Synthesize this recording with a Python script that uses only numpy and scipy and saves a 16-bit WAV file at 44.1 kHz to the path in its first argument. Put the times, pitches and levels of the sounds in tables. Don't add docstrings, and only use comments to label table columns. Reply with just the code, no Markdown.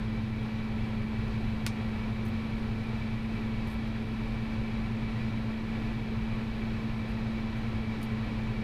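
import sys
import numpy as np
from scipy import signal
from scipy.fft import rfft, irfft, next_fast_len
from scipy.io import wavfile

SR = 44100
rng = np.random.default_rng(int(sys.argv[2]) if len(sys.argv) > 2 else 0)


def dump(signal):
    limited = np.clip(np.atleast_2d(signal).T, -1, 1)
    pcm = np.round(limited * 32767).astype(np.int16)
    wavfile.write(sys.argv[1], SR, pcm)


def boost_factor(decibels):
    exponent = np.asarray(decibels, float) / 20
    return 10 ** exponent


N = 380583


def evened(x):
    return x / np.sqrt(np.mean(x ** 2) + 1e-20)


def read(points, hz):
    f, value = np.transpose(points)
    return np.interp(np.log(hz + 1), np.log(f + 1), value)


def add(mix, start_s, sound):
    part = mix[round(start_s * SR):][:len(sound)]
    part += sound[:len(part)]


def drift(top_hz):
    t = np.arange(0, N + 512, 256) / SR
    slow = 0
    for f in np.geomspace(top_hz / 30, top_hz, num=24):
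        slow = slow + np.sin(2 * np.pi * (f * t + rng.random())) / np.sqrt(f)
    return np.interp(np.arange(N) / SR, t, evened(slow))


def air(spectrum, resonances):
    size = next_fast_len(N)
    hz = np.fft.rfftfreq(size, 1 / SR)
    lift_db = sum(db * np.exp(-np.log(16) * ((hz - f) / width_hz) ** 2) for f, width_hz, db in resonances)
    noise = rfft(rng.standard_normal(size))
    return evened(irfft(noise * boost_factor(read(spectrum, hz) + lift_db), size)[:N])


def freedom():
    freed_s, spin_up_s = 2.18, .2
    loaded_again_s, spin_down_s = 8.02, .3
    t = np.arange(N) / SR
    spin_up = 1 - np.exp(-np.maximum(t - freed_s, 0) / spin_up_s)
    return spin_up * np.exp(-np.maximum(t - loaded_again_s, 0) / spin_down_s)


def airflow_db():
    free_db, build_db_per_s = 0.5, 0.2257
    return free_db * freedom() + build_db_per_s * np.arange(N) / SR


def fan():
    # (multiple of blade rate, level [dB rms])
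    blade_tones = [(1 / 3, -55), (1 / 2, -50.5), (1, -47), (5 / 4, -56), (2, -36), (3, -62), (4, -66.5)]
    # (multiple of hum, multiple of blade rate, level [dB rms])
    hum_tones = [(1 / 2, 0, -54.5), (1, 0, -41.5), (3, 0, -60), (1, 2, -67), (2, 0.98, -68)]
    # (frequency [Hz], density [dB per Hz])
    rumble = [(15, -5.5), (25, -2.5), (45, -1), (70, -9.5), (130, -9), (170, -12), (238, -8), (262, -18.5),
              (385, -21), (600, -30), (900, -60)]
    # (frequency [Hz], width [Hz], lift [dB])
    room_modes = [(38, 6.8, -0.5), (55.7, 8, 2), (103.8, 31, 9), (182, 26, 0.5), (289.3, 21.5, 8),
                  (306, 9.8, 2.5), (346, 22, 4), (422, 35.6, 8), (455, 18, 4.5)]
    hum_hz, rumble_db = 120.2, -36
    loaded_hz, free_hz = 219.0, 221.5

    blade_hz = (loaded_hz + (free_hz - loaded_hz) * freedom()) / 2
    blade = 2 * np.pi * np.cumsum(blade_hz) / SR
    hum = 2 * np.pi * hum_hz * np.arange(N) / SR
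    tones = np.zeros(N)
    for k, db in blade_tones:
        tones += boost_factor(db + 0.3 * drift(5.2)) * np.sin(k * blade + 2 * np.pi * rng.random())
    for j, k, db in hum_tones:
        tones += boost_factor(db + 0.27 * drift(2.3)) * np.sin(j * hum + k * blade + 2 * np.pi * rng.random())
    flow_db = 0.23 * airflow_db() + 0.47 * drift(5.0)
    return np.sqrt(2) * tones + boost_factor(rumble_db + flow_db) * air(rumble, room_modes)


def flame():
    # (frequency [Hz], density [dB per Hz])
    jet = [(300, -20), (480, 0), (600, -3), (1000, -2.5), (1100, -5.5), (2150, -8), (2700, -9.5),
           (4000, -14.5), (4200, -14.5), (6200, -28.5), (7500, -33.5), (11000, -41), (14900, -52),
           (15300, -56)]
    # (frequency [Hz], width [Hz], lift [dB])
    body = [(536, 22, 3), (760, 82, 2), (874, 27, 3), (985, 34, 3), (1048, 17, 5), (1128, 30, 5),
            (1270, 33, 0.5), (1337, 52, 4.5), (1585.7, 50, 0), (1738, 71, 5), (1810, 50, 0.5),
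            (1942, 133, 4.5), (2115, 25, 2), (2234, 52, 7), (2311, 66, 12), (2359, 53, 1.5),
            (2424, 29, 9.5), (2495, 42, 1.5), (2580, 133, 5.5), (2760, 120, 0), (3310, 30, 6),
            (3935, 270, 3.5), (4131.2, 80, -0.5), (4450, 46, 2.5), (4800, 80, 1), (10330, 80, 0.5)]
    jet_db = -46
    flutter_db = 0.53 * airflow_db() + 0.25 * drift(4.3) + .5 * drift(40.0)
    return boost_factor(jet_db + flutter_db) * air(jet, body)


def whistles():
    # (frequency [Hz], width [Hz], level [dB rms], fading [dB per s])
    orifices = [(8700, 150, -83.5, 0), (9780, 150, -86, 0.3), (11980, 180, -90, .6)]
    thin_s, thin_db = 4.8, 4.0
    t = np.arange(N) / SR
    total = np.zeros(N)
    for f, width_hz, db, fade in orifices:
        inner_hz, outer_hz = .4 * width_hz, 1.5 * width_hz
        band = [(f - outer_hz, -40), (f - inner_hz, 0), (f + inner_hz, 0), (f + outer_hz, -40)]
        level_db = db - fade * t - thin_db * np.clip(t - thin_s, 0, 1) + 1.2 * drift(8.0)
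        total += boost_factor(level_db) * air(band, [])
    return total


def tick(db, hz, slide_s):
    t = np.arange(4096) / SR
    width_hz = .55 * hz
    t60_s = .03 + 2.5 * slide_s
    grit_db = 2.3 * np.minimum(rng.exponential(1, len(t)), 4)
    grit = rng.standard_normal(len(t)) * boost_factor(grit_db)
    band = 1 / (1 + ((np.fft.rfftfreq(len(t), 1 / SR) - hz) / width_hz * 1.6) ** 2)
    shape = np.minimum(t / .0003, 1) * boost_factor(-60 * np.maximum(t - slide_s, 0) / t60_s)
    return boost_factor(db) * evened(irfft(rfft(grit) * band)) * shape


def crack():
    # (delay [s], gain)
    surfaces = [(.00041, 0.33), (.0013, -0.0064), (.0031, 0.32), (.0035, 0.35), (.004, 0.35), (.006, 0.051),
                (.0064, .25), (.0068, 0.26), (0.012, .15)]
    # (frequency [Hz], t60 [s])
    tail_t60 = [(1000, 0.064), (3000, 0.079), (6000, 0.16), (12000, 0.074)]
    # (frequency [Hz], level [dB])
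    tail_colour = [(800, 7), (2500, 3), (5000, -1), (7000, -4), (9500, 0.5), (14000, -2.5)]
    crack_db, tail_db = -11, -4.5
    push_s, pull_s = .000027, .00007

    t = np.arange(100) / SR
    push = np.exp(-((t - .0001) / push_s) ** 2)
    pull = np.exp(-((t - .00022) / pull_s) ** 2)
    late_pull = 0.11 * np.exp(-((t - .00036) / 0.0001) ** 2)
    spike = boost_factor(crack_db) * (push - pull * push.sum() / pull.sum() - late_pull)

    taps = np.zeros(SR // 4)
    at = np.arange(60, len(taps) - 8, 8) + rng.integers(0, 8, (len(taps) - 61) // 8)
    taps[at] = rng.choice([-1., 1.], len(at))
    hz, t, z = signal.stft(taps, SR, nperseg=128)
    decay_db = -60 * t / read(tail_t60, hz)[:, None]
    z *= boost_factor(read(tail_colour, hz)[:, None] + decay_db) * np.minimum(t / 0.0019, 1)
    room = signal.istft(z, SR, nperseg=128)[1]
    room *= boost_factor(tail_db) / np.linalg.norm(room)

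    for delay_s, gain in surfaces:
        dulled = signal.windows.hann(11 if delay_s > .002 else 3)[1:-1]
        add(room, delay_s, gain * dulled / dulled.sum())
    room[0] += 1
    return signal.fftconvolve(spike, room)


def clink(db, hz):
    t = np.arange(4096) / SR
    t60_s = max(.06 - .003 * (db + 62), .015)
    pair = np.sin(2 * np.pi * hz * t) + .5 * np.sin(2 * np.pi * (1.3 * hz * t + rng.random()))
    return boost_factor(db - 60 * t / t60_s) * np.minimum(t / .0005, 1) * pair


def scene():
    # (time [s], level before the envelope [dB rms], centre [Hz], sliding time [s])
    rod_contacts = [(.428, -72.5, 10500, .006), (2.251, -67, 10300, .004), (2.256, -64, 11000, .005),
                    (2.275, -67, 12000, .012), (3.671, -61, 11500, .004), (3.682, -62, 10500, .004),
                    (3.701, -59, 9000, .001), (3.710, -66, 11000, .022), (3.737, -64.5, 12000, .003),
                    (3.872, -68.5, 11000, .004), (7.085, -69.5, 10500, .012), (7.115, -70, 12000, .003),
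                    (7.560, -71, 10800, .022), (8.015, -64, 10000, .003), (8.028, -51, 10800, .002),
                    (8.029, -55, 5200, .002), (8.033, -60, 11000, .008), (8.049, -65, 11000, .005)]
    # (time [s], peak level [dB], frequency [Hz])
    rod_rings = [(2.251, -63, 9650), (2.251, -64, 11250), (2.256, -61, 14300), (2.256, -65, 13000),
                 (2.261, -57, 6200), (2.266, -65, 10800), (2.276, -65, 14300), (2.276, -65, 13400),
                 (2.280, -66, 8500), (8.016, -61, 9900), (8.0285, -50, 9000), (8.029, -58, 12500),
                 (8.033, -62, 14800)]
    crack_s = 1.66525
    mix = fan() + flame() + whistles()
    for start_s, db, hz, slide_s in rod_contacts:
        add(mix, start_s, tick(db, hz, slide_s))
    add(mix, crack_s, crack())
    for start_s, db, hz in rod_rings:
        add(mix, start_s, clink(db, hz))
    return mix[None]


def roll_off(x):
    return signal.sosfilt(signal.butter(12, 15300, fs=SR, output="sos"), x)


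def record(dry):
    # (frequency [Hz], share [0-1])
    lost_share = [(12000, 0), (12700, .05), (13200, .18), (14000, .22), (14900, .34), (15300, .55)]
    lowpass = signal.firwin(129, 15250, window=("kaiser", 6), fs=SR)
    limited = signal.oaconvolve(dry, lowpass[None], "same")
    hz, t, z = signal.stft(limited, SR, nperseg=1024)
    draws = rng.random((len(t) // 3 + 1, len(hz) // 3 + 1))
    chance = np.kron(draws, np.ones((3, 3)))[:len(t), :len(hz)].T
    treble = abs(z[0, hz > 11000]).mean(0)
    weak = treble < 1.5 * np.median(treble)
    lost = (chance < read(lost_share, hz)[:, None]) & weak
    holed = signal.istft(z * np.where(lost, .05, 1), SR, nperseg=1024)[1][:, :N]
    return roll_off(holed)


dry = scene()
out = record(dry)
dump(out)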